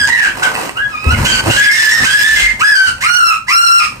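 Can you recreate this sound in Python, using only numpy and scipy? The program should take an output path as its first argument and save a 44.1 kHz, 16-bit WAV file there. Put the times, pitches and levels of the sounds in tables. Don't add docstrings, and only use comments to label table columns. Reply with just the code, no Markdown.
import sys
import numpy as np
from scipy import signal
from scipy.fft import rfft, irfft
from scipy.io import wavfile
from scipy.ndimage import uniform_filter1d, minimum_filter1d

SR = 44100
rng = np.random.default_rng(int(sys.argv[2]) if len(sys.argv) > 2 else 0)


def boost_factor(decibels):
    exponent = np.asarray(decibels, float) / 20
    return 10 ** exponent


def generate_wav(signal):
    frames = np.transpose(np.atleast_2d(signal))
    scaled = np.clip(frames, -1, 1) * 32767
    pcm = np.round(scaled).astype(np.int16)
    wavfile.write(sys.argv[1], SR, pcm)


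N = 176400

# time in seconds, level in dB.
PRESS_DB = [(0, -24.5), (.12, -36.5), (1.04, -37.5), (1.08, -15), (1.3, -15.5), (1.43, -20), (1.49, -18),
            (1.7, -40.5), (1.94, -36), (2.02, -18.5), (2.15, -32.5), (2.6, -35), (2.8, -42), (2.95, -35),
            (3.4, -43.5), (4, -36.5)]
# frequency in Hz, level in dB, T60 in seconds.
WALL_MODES = [(50.4, -3, 0.95), (64, -7, 0.92), (105.4, 2.5, 0.046), (130.6, -1, 0.69), (203.4, -3, 0.067),
              (243, -3.5, 0.085)]
BUMP_S = [1.062, 1.12, 1.468, 2.003, .005, 1.335, 2.29, 2.42, 2.87]
# level in dB, panel frequency in Hz.
BUMPS = [
    (-0.5, 75.5),
    (-5.5, 100.6),
    (-8, 110),
    (-19, 71.3),
    (-22, 80.4),
    (-13, 47),
    (-19, 54),
    (-13.5, 49),
    (-25.5, 75),
]
# time in seconds, level in dB.
STRUGGLE_DB = [(0, -36), (.35, -37), (.54, -33.5), (.57, -23.5), (.72, -39.5), (1.0, -49), (1.06, -33),
               (1.25, -26.5), (1.41, -24), (1.48, -20.5), (1.6, -48), (1.9, -44), (2.02, -26),
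               (2.15, -38.5), (3.4, -53), (4, -44.5)]
# frequency in Hz, level in dB.
CHIP_SPECTRUM = [(120, -22), (200, -7), (1280, -5), (1380, -7), (7090, -21.5), (8500, -21), (10400, -15.5),
                 (12700, -28), (15500, -17.5)]
# start in seconds, length in seconds, centre in Hz, level in
# dB.
SCRAPES = [
    (.418, 0.12, 934, -25.5),
    (.56, 0.033, 820, -23),
    (1.047, 0.036, 376, -27),
    (1.13, 0.041, 830, -34),
    (1.449, 0.11, 650, -20.5),
    (1.46, 0.042, 258, -19.5),
    (2.0, 0.052, 211, -24.5),
]
# time in seconds, peak in dB.
CRACKS = [(.372, -26), (.553, 0), (.562, -7), (.694, -12), (1.044, -16), (1.46, -11), (1.47, -13),
          (.396, -20), (.615, -18), (1.821, -14), (2.022, -12), (2.983, -26)]
# frequency in Hz, level in dB, T60 in seconds.
CRACK_MODES = [(303, -6, 0.032), (1100, 3, 0.063), (1950, 18, 0.011), (2600, 19, 0.018), (4500, 11, 0.0065),
               (8140, 14, 0.0057)]
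# time in seconds, level in dB, pitch in Hz.
CRY_END = [(0, -11.5, 1690), (.025, -8.5, 1621), (.055, -5.5, 1639), (.066, -45, 1740)]
CRY_A = [(0.073, -5.5, 1745), (0.099, -12, 1900), (0.127, -8.5, 1924), (.2, -8.5, 1787), (.24, -7, 1572),
         (.32, -35, 1645)]
CRY_B = [(0.416, -34, 1492), (0.432, -10, 1503), (0.453, -15, 1477), (0.519, -31, 1518)]
CRY_C = [(.76, -28, 1279), (0.788, -23.5, 1506), (0.816, -22, 1678), (0.863, -22.5, 1663)]
CRY_D = [(0.889, -38.5, 1345), (0.948, -23.5, 1210), (1.028, -27.5, 1277), (1.091, -15, 1289),
         (1.114, -6, 1433), (1.133, -16, 1474), (1.2, -61, 1370)]
CRY_E = [(1.254, -8, 1380), (1.266, -3, 1490), (1.29, -1, 1580), (1.315, -5, 1560), (1.33, -10, 1500),
         (1.37, -15, 1520), (1.4, -30, 1520)]
CRY_F = [(1.501, -24, 1360), (1.519, -8.5, 1531), (1.539, -11, 1408), (1.576, -8.5, 1643),
         (1.69, -11, 1681), (1.731, -6, 1822), (1.899, -5, 1718), (1.915, -4, 1864), (2.035, -11.5, 1806)]
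CRY_G = [(2.035, -20.5, 950), (2.056, 0.5, 1536), (2.1, -7.5, 1625), (2.199, -7.5, 1715), (2.301, -7, 1765),
         (2.35, -12, 1740), (2.38, -13, 1606), (2.47, -18.5, 1693), (2.498, -61, 1675)]
CRY_H = [(2.598, -21.5, 897.6), (2.612, -16, 1212), (2.645, -2, 1689), (2.711, -4.5, 1715),
         (2.76, 2.5, 1533), (2.86, -8.5, 1537), (2.88, -9.5, 1406), (2.931, -61, 1355)]
CRY_I = [(3.011, -22, 783), (3.04, -13, 1151), (3.071, -12.5, 1430), (3.151, -8, 1436), (3.19, -3, 1440),
         (3.199, -9.5, 1376), (3.3, -8.5, 1353), (3.319, -13.5, 1280), (3.379, -55, 1251)]
CRY_J = [(3.472, -32, 842), (3.5, -16, 1100), (3.525, -10, 1346), (3.63, -6, 1401), (3.698, -7, 1371),
         (3.783, -7, 1393), (3.81, -14.5, 1227), (3.849, -19, 1214), (3.9, -52, 1217)]
HELD_ROUGH = [.12, .35, .5, .1, .12, .08, .42, .4, .13, .045, .04]
HALF_PITCH = [.02, .25, .8, .02, .02, .08, .05, .05, .2, .02, .02]
# one squeal, time in seconds.
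BREAK_S = [.08, .215, .5, .87, 1.135, 1.335, 2.04, 2.365, 2.865, 3.3, 3.79]
# overtones in dB, loss per further overtone in dB.
MOUTH = [(-4, 1), (-15, 0.5), (-18, 0.5), (-27.5, 17), (-10, 9), (2, 3.5), (-4.5, -0.5), (-4, 0.0),
         (-7.5, 0.6), (-7, 0.46), (-6.5, 0.17)]
# frequency in Hz, level in dB.
THROAT = [(600, -31.5), (1500, -2), (2600, -7), (3600, -12.5), (5500, -6), (7000, -25.5), (8600, -15),
          (12600, -24.5)]
# frequency in Hz, level in dB.
AIR = [(700, -26), (1600, -0.5), (2500, -1), (3500, -0.5), (5000, -6.5), (6500, -5.5), (9000, -11),
       (14000, -19.5)]
# start in seconds, length in seconds, beats per second, depth 0-1.
BEATS = [
    (.01, .04, 110, .7),
    (.07, .24, 95, .8),
    (2.69, .07, 65, .7),
    (2.82, .09, 55, .5),
    (3.18, .14, 62, .8),
    (3.6, .1, 40, .4),
    (1.78, .14, 45, .5),
]
# start in seconds, length in seconds, pitch in Hz, level in dB.
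WHISTLES = [
    (1.695, .05, 2120, -8),
    (2.365, .11, 2075, -8),
]
# start in seconds, length in seconds, centre in Hz, level in dB.
RASPS = [(.16, .14, 2500, -24), (.46, .05, 2200, -30), (1.125, .05, 2300, -21), (1.254, .025, 2600, -12),
         (1.315, .05, 2600, -14), (1.254, .11, 7000, -19), (1.51, .03, 2100, -19), (1.6, .09, 2150, -18),
         (1.635, .025, 3000, -22), (1.94, .1, 1300, -22), (2.18, .03, 2300, -20), (2.37, .1, 2600, -20),
         (2.607, .03, 2500, -21), (3.035, .04, 2200, -17), (3.49, .05, 2200, -18), (3.8, .05, 2450, -19)]
# frequency in Hz, left minus right in dB.
PORTS = [(60, 3), (250, 0.5), (1800, -2.16), (4200, -3.5), (7000, -6.5), (9500, -19), (11500, 4.5),
         (15000, 5.5)]

BUMP_T60_S = 0.35
CHIPS_PER_S, CHIPS_DB, SLIDE_DB = 500, 13.5, 4
RASP_WIDTH, SCRAPE_WIDTH, GRAIN_DB = 0.27, 0.74, 4.5
ONSET_ROUGH_S, BROKEN_ROUGH, EDGE_S = 0.035, 0.5, 0.006
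JITTER, JITTER_HZ, WAVER, SLIP_GROWTH = 0.036, 200, 0.006, 1.9
SHIMMER_DB, FLICKER_DB, BREATH_DB = 4.5, 7, -0.5
SCOOP_DB, VEIL_DB = 7, 22
LEAK = 0.043
BOX_T60_S, BOX_CUT_HZ, CRACK_BOX_DB = 0.27, 13200, -9
NOTCH_HZ, NOTCH_WIDTH_HZ, NOTCH_DB = 10520, 1030, -19.5
DIP_HZ, DIP_WIDTH_HZ, DIP_DB = 3550, 300, -7
PORT_LAG_S, HISS_DB, CEILING, RELEASE_DB_PER_S = 0.00016, -74, 1, 169
LOW_CUT_HZ, CUTOFF_HZ = 40, 16100


def in_time(rows):
    s, *columns = np.transpose(rows)
    return [np.interp(np.arange(N) / SR, s, c) for c in columns]


def at_hz(points, hz):
    p = np.array(points)
    return np.interp(np.log(np.maximum(hz, 1)), np.log(p[:, 0]), p[:, 1])


def rms_one(x):
    return x / np.sqrt(np.mean(x ** 2) + 1e-20)


def drift(rate_hz):
    r = np.exp(-2 * np.pi * rate_hz / SR)
    noise = rng.standard_normal(N + SR)
    return rms_one(signal.lfilter([1], [1, -2 * r, r * r], noise)[SR:])


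def colour(x, gain_db):
    return irfft(rfft(x) * boost_factor(gain_db(np.arange(N // 2 + 1) * SR / N)), N)


def ring(x, hz, t60_s):
    r, w = boost_factor(-60 / (t60_s * SR)), 2 * np.pi * hz / SR
    return signal.lfilter([0, np.sin(w)], [1, -2 * r * np.cos(w), r * r], x + 1e-18)


def gate(start_s, end_s):
    t = np.arange(N) / SR
    return np.clip(np.minimum(t - start_s + EDGE_S, end_s - t + EDGE_S) / EDGE_S, 0, 1)


def bursts(rows, width):
    out, t = np.zeros(N), np.arange(N) / SR
    noise = rng.standard_normal(N) * boost_factor(GRAIN_DB * drift(115))
    w = 1 + np.clip(width, 0.05, 2) / 2
    for s, length_s, hz, db in rows:
        a, b = int(s * SR), int((s + 1.5 * length_s) * SR)
        sos = signal.butter(2, [hz / w, hz * w], "band", fs=SR, output="sos")
        band = rms_one(signal.sosfilt(sos, noise[a:b]))
        out[a:b] += boost_factor(db) * band * np.exp(-((t[a:b] - s) / length_s) ** 4)
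    return out


def hiss():
    return boost_factor(HISS_DB) * rng.standard_normal((2, N))


def box(x):
    t = np.arange(SR // 2) / SR
    tail = rng.standard_normal((2, len(t))) * boost_factor(-60 * t / BOX_T60_S) * np.minimum(t / 0.0011, 1)
    tail = signal.lfilter(*signal.butter(1, BOX_CUT_HZ, fs=SR), tail)
    tail = tail / np.sqrt(np.sum(tail ** 2, axis=1, keepdims=True))
    return signal.fftconvolve(x[None], tail, axes=1)[:, :N]


def walls():
    press_db, = in_time(PRESS_DB)
    push = rng.standard_normal((len(WALL_MODES), N)) * boost_factor(0.99 * drift(32))
    hum = np.zeros(N)
    for p, (hz, db, t60_s) in zip(push, WALL_MODES):
        hum += boost_factor(db) * rms_one(ring(p, hz, t60_s))
    out = boost_factor(press_db) * rms_one(hum)
    for s, (db, hz) in zip(BUMP_S, BUMPS):
        hit = np.zeros(N)
        hit[int(s * SR):int(s * SR) + 200] = boost_factor(db) * np.hanning(200) / 100
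        out += ring(hit, hz, BUMP_T60_S)
    return out


def chips():
    struggle_db, = in_time(STRUGGLE_DB)
    sizes = boost_factor(3.5 * np.minimum(rng.exponential(1, N), 5)) * rng.choice([-1, 1], N)
    grains = rms_one(sizes * (rng.random(N) < CHIPS_PER_S * boost_factor(5 * drift(8)) / SR))
    slide = boost_factor(SLIDE_DB + 5.4 * drift(14)) * rng.standard_normal(N)
    mix = boost_factor(CHIPS_DB) * grains + slide
    rustle = colour(mix, lambda hz: at_hz(CHIP_SPECTRUM, hz) + 7 - 20 * (hz < 150))
    return boost_factor(struggle_db) * rustle + bursts(SCRAPES, SCRAPE_WIDTH)


def cracks():
    out = np.zeros(N)
    spread_db = rng.normal(0, 1.5, (len(CRACKS), len(CRACK_MODES)))
    for k, (hz, mode_db, t60_s) in enumerate(CRACK_MODES):
        hits = np.zeros(N)
        for (s, hit_db), v in zip(CRACKS, spread_db):
            hits[int(s * SR)] = boost_factor(hit_db + mode_db - 18.5 + v[k])
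        out += ring(hits, hz, t60_s)
    return out


def beating(x, shimmer):
    for s, length_s, rate_hz, depth in BEATS:
        phase = np.pi * rate_hz * np.cumsum(1 + 0.25 * shimmer) / SR
        x = x * (1 - depth * gate(s, s + length_s) * np.cos(phase) ** 2)
    return x


def whistles(wobble, shimmer):
    out = np.zeros(N)
    for s, length_s, hz, db in WHISTLES:
        phase = 2 * np.pi * np.cumsum(hz * (1 + 0.01125 * wobble)) / SR
        out += boost_factor(db + SHIMMER_DB * shimmer) * gate(s, s + length_s) * np.sin(phase)
    return out


def squeals():
    out, t = np.zeros(N), np.arange(N) / SR
    wobble, waver = drift(JITTER_HZ), WAVER * drift(22.8)
    shimmer = [0.71 * drift(22) + 0.59 * drift(132) for k in range(4)]
    flicker = [drift(20) for k in range(12)]
    air = rms_one(colour(rng.standard_normal(N), lambda hz: at_hz(AIR, hz))) * boost_factor(2.5 * drift(20))
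    cries = [CRY_END, CRY_A, CRY_B, CRY_C, CRY_D, CRY_E, CRY_F, CRY_G, CRY_H, CRY_I, CRY_J]
    for cry, held, crack_s, half, (open_db, loss_db) in zip(cries, HELD_ROUGH, BREAK_S, HALF_PITCH, MOUTH):
        start_s, end_s = cry[0][0], cry[-1][0]
        a, b = max(int((start_s - 0.05) * SR), 0), int((end_s + 0.05) * SR)
        db, hz = [c[a:b] for c in in_time(cry)]
        onset = np.exp(-(np.maximum(t[a:b] - start_s, 0) / ONSET_ROUGH_S) ** 2) * (cry is not CRY_END)
        broken = BROKEN_ROUGH * np.clip((t[a:b] - crack_s) / 0.02, 0, 1)
        rough = np.clip(held + 0.6 * onset + broken, 0, 1)
        phase = 2 * np.pi * np.cumsum(hz * (1 + waver[a:b])) / SR
        slip = 2 * np.pi * np.cumsum(hz * JITTER * rough * wobble[a:b]) / SR
        tone, power = 0, 0
        for k in np.arange(1, 23) / 2:
            line_db = at_hz(THROAT, k * hz) + (open_db - loss_db * (k - 3)) * (k > 1)
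            line_db = line_db + SCOOP_DB * onset * (k == 2) * (cry is not CRY_B)
            line_db = line_db - VEIL_DB * rough * (k > 2)
            g = boost_factor(line_db) * (half if k % 1 else 1) * (k * hz < CUTOFF_HZ)
            power = power + g ** 2 / 2
            sway_db = SHIMMER_DB * (0.67 + rough) * shimmer[int(k) % 4][a:b]
            sway_db = sway_db + FLICKER_DB * np.sqrt(rough) * (k > 1) * flicker[int(k)][a:b]
            tone = tone + g * boost_factor(sway_db) * np.sin(k * phase + k ** SLIP_GROWTH * slip + k * k)
        puff = air[a:b] * (1 + 0.35 * np.sin(phase)) * (rough + LEAK) * boost_factor(BREATH_DB + open_db / 2)
        out[a:b] += boost_factor(db) * gate(start_s, end_s)[a:b] * (tone / np.sqrt(power) + puff)
    voice = beating(out, shimmer[0]) + whistles(wobble, shimmer[3])
    return voice + bursts(RASPS, RASP_WIDTH)


def scene():
    inside = squeals() + chips()
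    snaps = cracks()
    direct = inside + snaps
    late = np.interp(np.arange(N) - PORT_LAG_S * SR, np.arange(N), direct)
    return np.array([late, direct]) + box(inside + boost_factor(CRACK_BOX_DB) * snaps) + walls() + hiss()


def ports(x):
    def notches_db(hz):
        notch = NOTCH_DB * np.exp(-((hz - NOTCH_HZ) / NOTCH_WIDTH_HZ) ** 2)
        return notch + DIP_DB * np.exp(-((hz - DIP_HZ) / DIP_WIDTH_HZ) ** 2)

    left = colour(x[0], lambda hz: notches_db(hz) + at_hz(PORTS, hz) / 2)
    right = colour(x[1], lambda hz: notches_db(hz) - at_hz(PORTS, hz) / 2)
    return np.array([left, right])


def limiter(x):
    over_db = np.maximum(20 * np.log10(np.abs(x).max(axis=0) / CEILING + 1e-9), 0)
    ramp_db = RELEASE_DB_PER_S * np.arange(N) / SR
    cut_db = np.maximum.accumulate(over_db + ramp_db) - ramp_db
    cut_db = uniform_filter1d(-minimum_filter1d(-cut_db, size=89), size=45)
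    return x * boost_factor(-cut_db)


def low_pass(x):
    return signal.sosfilt(signal.butter(12, 15760, fs=SR, output="sos"), x)


def record(dry):
    x = signal.sosfilt(signal.butter(3, LOW_CUT_HZ, "high", fs=SR, output="sos"), ports(dry))
    x = signal.sosfilt(signal.cheby2(12, 70, CUTOFF_HZ, fs=SR, output="sos"), limiter(x))
    return low_pass(x)


dry = scene()
out = record(dry)
generate_wav(out)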